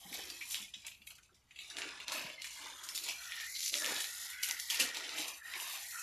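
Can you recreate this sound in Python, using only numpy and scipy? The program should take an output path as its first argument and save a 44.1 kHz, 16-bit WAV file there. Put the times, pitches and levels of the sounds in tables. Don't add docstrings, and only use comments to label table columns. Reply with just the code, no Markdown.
import sys
import numpy as np
from scipy import signal
from scipy.fft import rfft, irfft
from scipy.io import wavfile

SR = 44100
rng = np.random.default_rng(int(sys.argv[2]) if len(sys.argv) > 2 else 0)


def digitize_waveform(pressure):
    field = np.atleast_2d(pressure).T
    bounded = np.clip(field, -1, 1)
    quanta = np.round(bounded * 32767).astype(np.int16)
    wavfile.write(sys.argv[1], SR, quanta)


N = 265482
TIME = np.arange(N) / SR


def from_db(db):
    return 10 ** (np.asarray(db) / 20)


def rms_one(x):
    return x / np.sqrt(np.mean(x ** 2) + 1e-20)


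def power_sum(*gains):
    return np.sqrt(sum(g ** 2 for g in gains))


def automation(rows):
    times, *columns = np.transpose(rows)
    return [np.interp(TIME, times, column) for column in columns]


def drift(rate_hz):
    knots = rng.standard_normal(4000)
    return rms_one(np.interp(TIME * rate_hz, np.arange(len(knots)), knots))


def colour(x, spectrum):
    hz, db = np.transpose(spectrum)
    size = 4096
    grid_hz = np.maximum(np.arange(size // 2 + 1) * SR / size, 1)
    gain = from_db(np.interp(np.log(grid_hz), np.log(hz), db))
    cepstrum = irfft(np.log(gain))
    cepstrum[1:size // 2] *= 2
    cepstrum[size // 2 + 1:] = 0
    return signal.fftconvolve(x, irfft(np.exp(rfft(cepstrum))))[:len(x)]


def resonance(x, hz, width_hz):
    r = np.exp(-np.pi * width_hz / SR)
    feedback = [1, -2 * r * np.cos(2 * np.pi * hz / SR), r * r]
    return signal.lfilter(np.array([1, 0, -1]) * (1 - r * r) / 2, feedback, x + 1e-18)


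def swept_resonance(x, centre_hz, width_hz):
    turn = np.exp(2j * np.pi * np.cumsum(centre_hz) / SR)
    r = np.exp(-np.pi * width_hz / SR)
    return 2 * np.real(turn * signal.lfilter([1 - r], [1, -r], x / turn))


def high_pass(x, hz, order):
    return signal.sosfilt(signal.butter(order, hz, "high", fs=SR, output="sos"), x)


def drops(per_s, spread_db, size):
    out = np.zeros(size)
    hits = np.flatnonzero(rng.random(size) < per_s / SR)
    weight = np.minimum(rng.exponential(1, size)[hits], 4.5)
    out[hits] = from_db(spread_db * weight) * np.where(rng.random(size)[hits] < .5, -1, 1)
    return out


def shower(spectrum, per_s, spread_db, q, clump_db, count):
    pitches = np.geomspace(spectrum[0][0], min(spectrum[-1][0], SR / 3), count)
    rings = sum(resonance(drops(per_s / count, spread_db, N), hz, hz / q) for hz in pitches)
    clumps = from_db(clump_db * (0.58 * drift(90) + 0.32 * drift(24)))
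    return rms_one(colour(rings, spectrum) * clumps)


# (frequency [Hz], gain [dB])
RUMBLE_EQ = [(20, -9), (35, -3), (50, 2), (66, 7.5), (100, -1.5), (150, -3.5), (250, -10.5), (500, -17.5),
             (1000, -15), (2000, -18.5), (5000, -41), (12000, -28)]
def outdoor_rumble(start_db=-72, fade_db_per_s=-0.98):
    bed = rms_one(colour(rng.standard_normal(N), RUMBLE_EQ))
    return from_db(start_db + fade_db_per_s * TIME) * bed


def garden_echoes(x, t60):
    t = np.arange(SR // 2) / SR
    echoes = drops(3300, 0.3, len(t)) * np.exp(-np.log(1000) * t / t60) * (t > .003)
    return signal.fftconvolve(x, echoes / np.sqrt(np.sum(echoes ** 2)))[:N]


# (time [s], pitch [Hz], relative level [dB], t60 [s])
PLOPS = [(0.051, 182, -55.5, 0.47), (0.111, 269, -50.5, 0.19), (0.408, 2290, -26.5, 0.07),
         (0.42, 2390, -37, 0.12), (0.601, 192.5, -51.5, 0.21), (0.737, 3225, -28.5, 0.029),
         (0.761, 197, -58.5, 0.15), (1.002, 215, -56, 0.072), (1.178, 1450, -53, 0.14),
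         (1.289, 1336, -58, 0.12), (1.317, 359, -55, 0.067), (1.705, 1670, -37.5, 0.05),
         (2.245, 174, -38, 0.042), (3.748, 585, -37.5, 0.12), (4.806, 263, -38.5, 0.14),
         (4.814, 504, -45, 0.15), (5.189, 307, -41.5, 0.16), (5.558, 340, -49, 0.088)]
def plops(rise_per_s=0.5, attack_s=0.0046):
    out = np.zeros(N + SR)
    t = np.arange(SR // 4) / SR
    for s, hz, db, t60 in PLOPS:
        i = round(s * SR)
        envelope = np.exp(-np.log(1000) * t / t60) * (1 - np.exp(-t / attack_s))
        tone = np.sin(2 * np.pi * np.cumsum(hz * (1 + rise_per_s * t)) / SR)
        churn = resonance(rng.standard_normal(len(t)), hz, 60 + hz / 7)
        churn = rms_one(resonance(churn, hz, 150 + hz / 3))
        out[i:i + len(t)] += from_db(db) * envelope * (.55 * tone + .42 * churn)
    return out[:N]


# (time [s], upper pitch [Hz], relative level [dB], lower band re upper [dB])
JET_RING = [(3.1, 1880, -82, -6), (3.2, 1900, -49.5, 4), (3.3, 1870, -42, -6.5), (3.44, 1827, -40, -14),
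            (3.54, 2090, -45, -15), (3.66, 2120, -42.5, -24), (3.72, 2120, -57, -25), (3.83, 1744, -37, -5),
            (4.02, 1820, -42, -9), (4.2, 1893, -47.5, -4.5), (4.4, 2007, -41.5, -1.5),
            (4.58, 1930, -37.5, -11), (4.66, 1900, -45, -29), (4.83, 1824, -38, -7),
            (5.33, 2020, -56.5, -8), (5.43, 1770, -44, -11), (5.53, 1950, -40.5, -9),
            (5.63, 1714, -47.5, -19), (5.82, 1840, -52, -20), (5.9, 1943, -44.5, -14), (5.95, 1860, -42, 2),
            (6.02, 1810, -46, 2)]
def jet_ring(lower_ratio=0.76, waver=.012, flutter_db=.8, flutter_hz=70):
    centre_hz, level_db, lower_db = automation(JET_RING)
    ring = 0
    for ratio, db in ((1, 0), (lower_ratio, lower_db)):
        fizz = drops(5000, 2.8, N)
        pitch_hz = ratio * centre_hz * (1 + waver * drift(flutter_hz))
        for width_hz in (160, 340, 600):
            fizz = swept_resonance(fizz, pitch_hz, width_hz)
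        ring = ring + from_db(db + flutter_db * drift(flutter_hz)) * rms_one(fizz)
    return ring * from_db(level_db - 9.5) * (TIME > JET_RING[0][0])


# (peak time [s], rise [s], fall [s], level [dB], centre [Hz])
SIZZLES = [(1.61, 0.03, 0.068, -56, 3950), (3.56, 0.019, 0.026, -41, 4170),
           (3.675, 0.084, 0.034, -42.5, 4700), (4.0, 0.11, 0.033, -44, 3695), (4.6, 0.039, 0.16, -51, 4060),
           (5.72, 0.1, 0.16, -52, 3450)]
def sizzle(q=2.35):
    out = 0
    for s, rise_s, fall_s, db, hz in SIZZLES:
        crackle = resonance(resonance(drops(6000, 0.67, N), hz, hz / q), hz, 2 * hz / q)
        from_peak = (TIME - s) / np.where(TIME < s, rise_s, fall_s)
        out = out + rms_one(crackle) * from_db(db - 10 * from_peak ** 2)
    return out


# (frequency [Hz], level re the slap [dB], t60 [s])
LEAF_MODES = [(2250, -18, .045), (2620, -14, .05), (3280, -16, .045), (3950, -18, .035), (7300, -24, .04)]
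def leaf_ring(t, spread_db=3.5, attack_s=.0012):
    size = 1 + .06 * rng.standard_normal()
    ring = 0
    for hz, db, t60 in LEAF_MODES:
        polarity = rng.choice([-1, 1])
        decay = from_db(db + spread_db * rng.standard_normal() - 60 * t / t60)
        ring = ring + polarity * decay * np.sin(2 * np.pi * hz / size * t)
    return ring * (1 - np.exp(-t / attack_s))


# (time [s], hit [dB], pitch [Hz], thrown patter [dB], thrown mist [dB])
SLAPS = [(.128, -31, 2170, -44, -51), (.141, -28, 4400, -43, -54), (0.3, -25, 4700, -46, -52),
         (0.411, -41, 2370, -48, -64), (.508, -32, 3330, -50, -41.5), (.544, -15, 3280, -35, -51),
         (.626, -39, 3480, -50, -64), (0.739, -41, 3320, -44.5, -69), (0.831, -48, 3020, -65, -72),
         (0.848, -31, 2430, -54, -64), (.866, -21, 7340, -51.5, -47), (.881, -24, 3130, -69, -70),
         (0.913, -40, 2540, -52, -69), (0.947, -42, 3220, -70, -76), (1.018, -39, 2700, -63, -84),
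         (1.071, -31, 2380, -58.5, -56.5), (1.104, -42, 2550, -54.5, -57), (1.153, -56, 4370, -65, -57.5),
         (1.183, -41.5, 3670, -82, -84), (1.231, -52, 2450, -64, -62), (1.345, -66, 5330, -64, -67),
         (1.508, -39.5, 1930, -59.5, -82), (1.559, -37.5, 2670, -55, -81), (1.588, -26, 2830, -63, -71),
         (1.602, -36, 3920, -59, -68), (1.613, -39, 4040, -56, -68), (1.7, -42, 3900, -47.5, -51),
         (1.768, -21, 3580, -51, -47), (1.785, -20, 1800, -43, -46), (1.818, -20, 2740, -41.5, -57),
         (1.889, -23.5, 2630, -60, -72), (2.001, -26, 2700, -68, -58), (2.081, -18.5, 3970, -47, -48.5),
         (2.097, -23.5, 3670, -55, -62), (2.12, -22, 4130, -41, -40.5), (2.127, -28, 4595, -56, -56),
         (2.148, -30, 5960, -61, -58), (2.299, -27.5, 2440, -57, -71), (2.419, -23.5, 4490, -65, -47),
         (2.443, -33, 2050, -42, -41), (2.835, -44, 2500, -63, -44.5), (2.888, -19, 5360, -43, -50),
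         (2.95, -43, 4200, -42, -39), (2.976, -20, 4100, -40.5, -47), (3.036, -40, 4160, -39, -44.5),
         (3.087, -23, 3150, -35.5, -46.5), (3.32, -22.5, 2400, -44.5, -63), (3.563, -26, 4210, -59, -58),
         (3.592, -22, 4730, -60, -45), (3.605, -18, 5530, -62, -52), (3.631, -19, 4500, -50, -46),
         (3.661, -13.5, 6240, -56, -42), (3.679, -14.5, 6500, -61, -40), (3.696, -18, 5450, -62, -60),
         (3.74, -10, 3500, -46, -55), (3.775, -16.5, 5600, -66, -58), (3.784, -17, 5345, -53, -56),
         (3.821, -19, 5130, -58, -59), (3.844, -19, 3005, -44, -57), (3.854, -19.5, 3150, -46, -57),
         (3.861, -12.5, 5700, -50, -58), (3.88, -32, 3500, -60, -60), (3.897, -29, 4500, -61, -55),
         (3.963, -19, 3230, -46, -60), (4.004, -24.5, 3400, -43, -40), (4.042, -20, 3986, -41, -43),
         (4.082, -40, 2590, -65, -64), (4.43, -34, 2580, -35, -36), (4.488, -24, 2890, -54, -40),
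         (4.497, -24, 3040, -57, -56), (4.51, -10, 6100, -45, -46), (4.598, -17, 5380, -45, -45),
         (4.7, -27, 3230, -35.5, -35), (4.744, -26, 2690, -41, -40.5), (4.758, -24, 4150, -55, -56),
         (4.797, -22, 2700, -28, -38), (4.801, -16, 5640, -49, -29.5), (4.82, -15.5, 3280, -46, -38),
         (4.946, -29, 2520, -46, -45), (4.97, -21, 4330, -47, -47), (5.04, -28, 3100, -41.5, -68),
         (5.092, -20.5, 4180, -61, -68), (5.182, -20, 3160, -47, -40.5), (5.281, -41, 5700, -44, -44.5),
         (5.537, -21, 2240, -39.5, -62), (5.578, -42, 2150, -57, -52), (5.599, -24.5, 2940, -45, -54)]
def slaps(flow, knock_cycles=1.02, snap_s=.0004):
    out = np.zeros(N + SR)
    t = np.arange(SR // 15) / SR
    for s, db, hz, _, _ in SLAPS:
        i = round((s + .001) * SR)
        knock = np.sin(2 * np.pi * hz * t) * np.exp(-t * hz / knock_cycles)
        snap = .09 * rng.standard_normal(len(t)) * np.exp(-t / snap_s)
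        free = np.interp(20 * np.log10(flow[i]), [-55, -45], [1, 0.095])
        out[i:i + len(t)] += from_db(db) * ((1 - free / 2) * knock + snap + free * leaf_ring(t))
    return high_pass(out[:N], 1850, order=6)


def slap_droplets(flow, decay_s=0.023):
    out = np.zeros(N + SR)
    t = np.arange(SR // 5) / SR
    for s, _, hz, patter_db, _ in SLAPS:
        i = round(s * SR)
        droplets = drops(2200, 3.0, len(t))
        detune = np.exp(rng.normal(0, [.01, .05, .07, .07]))
        pitches = np.minimum(hz * np.array([1, 1.2, 1.55, 2.8]) * detune, SR / 3)
        q = np.interp(20 * np.log10(flow[i]), [-48, -40], [15, 5])
        rings = sum(gain * resonance(droplets, pitch, pitch / q)
                    for gain, pitch in zip((1, -.4, .4, -.15), pitches))
        out[i:i + len(t)] += from_db(patter_db) * rms_one(rings) * np.exp(-t / decay_s)
    return high_pass(out[:N], 1600, order=4)


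# (time [s], patter [dB], mist [dB])
STEADY_FALL = [(0, -71, -63), (.154, -48.5, -58), (.44, -55.5, -56.5), (0.524, -58, -46.5),
               (.712, -54, -53.5), (0.999, -82, -81), (1.462, -81.5, -79), (1.638, -63, -58),
               (2.3, -59, -77), (2.518, -52, -50), (2.8, -71, -55.5), (3.42, -45, -48.5),
               (3.52, -60.5, -50), (3.66, -60, -38.5), (4.3, -47.5, -48), (5.05, -57, -54),
               (5.52, -80, -58.5), (6.02, -52, -44.5)]
# (time [s], half-width [s], level change [dB])
GAPS = [(.725, 0.053, -12), (2.061, 0.017, -11), (2.37, 0.013, -4.5), (3.511, 0.026, 7), (3.717, 0.01, -13),
        (4.4, 0.075, -7.5), (4.565, 0.043, -6.5), (4.93, 0.015, -4.5), (5.421, 0.018, -14)]
# (peak time [s], rise [s], fall [s], drum [dB], drum pitch [Hz], splash [dB], patter [dB])
SWEEPS = [(0.211, 0.19, 0.15, -55.5, 358, -69, -52.5), (0.579, 0.16, 0.045, -73, 272, -67, -50.5),
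          (0.858, 0.014, 0.04, -80, 300, -62.5, -68), (1.11, .015, .04, -82, 300.7, -73, -73),
          (1.62, 0.069, 0.14, -80, 329, -76.5, -56), (1.829, 0.073, 0.14, -54.5, 300, -52.5, -48),
          (2.164, 0.16, 0.16, -52, 281.3, -51, -43.5), (2.653, 0.083, 0.11, -63.5, 297, -55.5, -50.5),
          (2.881, 0.15, 0.2, -67, 301, -60.5, -55.5), (3.09, 0.046, 0.06, -54.5, 321.6, -58, -44.5),
          (3.752, 0.035, 0.033, -51.5, 279.4, -57, -41), (3.899, 0.08, 0.11, -47.5, 279.9, -49, -42),
          (4.497, 0.02, 0.081, -62, 300, -58, -43), (4.717, 0.015, 0.075, -59, 302.3, -53.5, -38),
          (4.806, 0.017, 0.091, -47, 275.4, -54, -38.5), (4.975, 0.09, 0.16, -55, 290, -58, -45.5),
          (5.204, 0.12, 0.12, -56.5, 292.1, -51.5, -40.5), (5.6, 0.15, 0.26, -69, 319, -56, -49.5),
          (5.761, 0.11, 0.094, -79, 298, -61, -48.5)]
def landing_water(lead_s=0.003, patter_decay_s=0.031, mist_decay_s=0.033, swell_curve=1.53):
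    t = TIME[::32]
    gap_db = sum(db * np.exp(-((t - s) / width_s) ** 2) for s, width_s, db in GAPS)
    times, patter_db, mist_db = np.transpose(STEADY_FALL)
    patter = from_db(np.interp(t, times, patter_db) + gap_db)
    mist = from_db(np.interp(t, times, mist_db) + gap_db)
    for s, _, _, patter_db, mist_db in SLAPS:
        patter_burst = np.exp(-np.abs(t - s) / np.where(t < s, lead_s, patter_decay_s))
        mist_burst = np.exp(-np.abs(t - s) / np.where(t < s, lead_s, mist_decay_s))
        patter = power_sum(patter, from_db(patter_db - 9) * patter_burst)
        mist = power_sum(mist, from_db(mist_db) * mist_burst)
    drum, splash = from_db(-30) * patter, from_db(-20) * patter
    for s, rise_s, fall_s, drum_db, _, splash_db, patter_db in SWEEPS:
        swell_db = gap_db - 10 * np.abs((t - s) / np.where(t < s, rise_s, fall_s)) ** swell_curve
        drum = power_sum(drum, from_db(drum_db + swell_db))
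        splash = power_sum(splash, from_db(splash_db + swell_db))
        patter = power_sum(patter, from_db(patter_db - 0 + swell_db))
        mist = power_sum(mist, from_db(patter_db - 8 + swell_db))
    return [np.interp(TIME, t, gain) for gain in (drum, splash, patter, mist)]


# (frequency [Hz], gain [dB])
DRUM_EQ = [(110, -7), (180, -12), (270, 7.5), (400, -1), (620, 5), (900, -20), (1600, 2.5)]
def leaf_drumming(root_hz=270):
    drum = shower(DRUM_EQ, per_s=900, spread_db=-0.5, q=23.0, clump_db=3.5, count=20)
    pitch_hz, = automation([(s, hz) for s, _, _, _, hz, _, _ in SWEEPS])
    return np.interp(np.cumsum(pitch_hz / root_hz) % N, np.arange(N), drum)


def bubbles(spectrum, per_s=110, cycles=38, low_hz=1900, high_hz=7000):
    out = np.zeros(N + SR)
    t = np.arange(SR // 12) / SR
    strengths, pitch_draws = drops(per_s, 2.5, N), rng.random(N)
    for i in np.flatnonzero(strengths):
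        hz = low_hz * (high_hz / low_hz) ** pitch_draws[i]
        out[i:i + len(t)] += strengths[i] * np.sin(2 * np.pi * hz * t) * np.exp(-t * hz / cycles)
    return rms_one(colour(out[:N], spectrum))


# (frequency [Hz], gain [dB])
SPLASH_EQ = [(400, -32), (650, 0), (950, 5), (1400, 3.5), (2000, -1), (3200, -9)]
PATTER_EQ = [(1000, -63), (1700, -8.5), (2250, 6.5), (3300, 3), (4300, 0.5), (6000, -4.5), (10000, -35.5)]
MIST_EQ = [(1800, -45.5), (3500, 0.5), (4800, -1), (7400, 4.5), (9700, 1.5), (11000, -3.5), (13000, -4),
           (13350, -19), (15000, -8)]
TICK_EQ = [(2600, 0), (3300, 5.5), (6500, 5.5), (8000, -7.5), (12000, -12)]
def spray_on_foliage(drum_gain, splash_gain, patter_gain, mist_gain, bubble_cap_db=-55):
    drum = leaf_drumming()
    splash = shower(SPLASH_EQ, per_s=1500, spread_db=-1.0, q=13.7, clump_db=1.5, count=24)
    patter = shower(PATTER_EQ, per_s=3000, spread_db=-0.14, q=6.3, clump_db=1.5, count=26)
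    mist = shower(MIST_EQ, per_s=6500, spread_db=1.25, q=2.6, clump_db=2.1, count=12)
    ticks = shower(TICK_EQ, per_s=130, spread_db=1.6, q=4, clump_db=0, count=7)
    bubble_gain = np.minimum(patter_gain, from_db(bubble_cap_db))
    return (drum_gain * drum
            + splash_gain * from_db(3) * splash
            + patter_gain * from_db(-1.5) * patter
            + mist_gain * from_db(-1.56) * mist
            + power_sum(patter_gain, mist_gain) * from_db(-11) * ticks
            + bubble_gain * from_db(-3) * bubbles(PATTER_EQ))


# (time [s], top treble gain [dB])
FINENESS = [(0, 13.5), (.55, 8.5), (.8, -2), (1.07, 16.5), (1.3, -12), (1.6, 1), (2.0, -22), (2.17, 10),
            (2.35, 3), (2.75, -1.5), (2.95, 8.5), (3.3, 4.5), (3.7, 3), (4.6, 10.5), (5.08, -3), (5.22, 8),
            (5.7, 14.5), (6.02, 4.5)]
def atomise(x):
    top_db, = automation(FINENESS)
    return x + (from_db(top_db) - 1) * resonance(x, 12740, 3200)


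def leaf_reflections(x, flow, shortest_s=0.000422, longest_s=.004, sway=0.059):
    depth = np.interp(20 * np.log10(flow), [-58, -44], [.34, .13])
    out, power, n = x, 1, np.arange(N)
    for delay_s in np.geomspace(shortest_s, longest_s, 10):
        lag = delay_s * SR * (1 + sway * drift(2.5))
        gain = depth * drift(6)
        out = out + gain * np.interp(n - lag, n, x)
        power = power + gain ** 2
    return out / np.sqrt(power)


# (time [s], half-length [s], centre [Hz], width [Hz])
SCOOPS = [(0.238, 0.26, 2820, 250), (1.578, 0.058, 5340, 1110), (3.085, 0.031, 1760, 180),
          (3.247, .06, 2120, 200), (3.514, 0.038, 3200, 1110), (4.21, 0.13, 2410, 450.4),
          (4.646, 0.047, 2550, 750), (5.292, 0.093, 1540, 260), (5.873, 0.061, 1170, 446),
          (5.893, 0.017, 2720, 588), (6.014, 0.087, 3480, 596), (5.981, 0.061, 4850, 446)]
# (time [s], depth [0-1])
LOW_AIM_NOTCH = [(3.1, 0.01), (3.25, 0.7), (3.68, 1), (3.75, 0.25), (4.02, 0.16), (4.4, 0.31), (4.46, 0.05),
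                 (4.65, 0.36), (4.8, 0)]
def hollow_out(x, notch_hz=8400, notch_width_hz=800):
    cuts = [(np.exp(-np.minimum(np.abs(TIME - s) / half_s, 3) ** 4), hz, width_hz)
            for s, half_s, hz, width_hz in SCOOPS]
    low_aim, = automation(LOW_AIM_NOTCH)
    cuts.append((low_aim, notch_hz, notch_width_hz))
    for depth, hz, width_hz in cuts:
        for _ in range(2):
            x = x - .8 * depth * resonance(x, hz, width_hz)
    return x


# (frequency [Hz], side re mid [dB])
WIDTH_EQ = [(1000, -60), (2600, -80), (4200, -46), (5800, -10.5), (7000, -11), (8000, -19.5), (11000, -58),
            (12500, -18), (14500, -10)]
def scene():
    drum_gain, splash_gain, patter_gain, mist_gain = landing_water()
    flow = power_sum(patter_gain, mist_gain)
    hits, droplets = slaps(flow), slap_droplets(flow)
    leaves = spray_on_foliage(drum_gain, splash_gain, patter_gain, mist_gain) + sizzle()
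    spray = leaf_reflections(atomise(leaves) + droplets, flow)
    water = hollow_out(spray + jet_ring()) + hits + plops()
    water += from_db(-9.5) * garden_echoes(hits + droplets, t60=0.25)
    rumble = outdoor_rumble()
    side = colour(water * drift(600), WIDTH_EQ)
    return water + rumble + side * np.array([[1], [-1]])


def record(dry, cutoff_hz=14100):
    notched = dry - .62 * resonance(dry, 8300, 900)
    return signal.sosfilt(signal.ellip(10, .2, 70, cutoff_hz, fs=SR, output="sos"), notched)


dry = scene()
out = record(dry)
digitize_waveform(out)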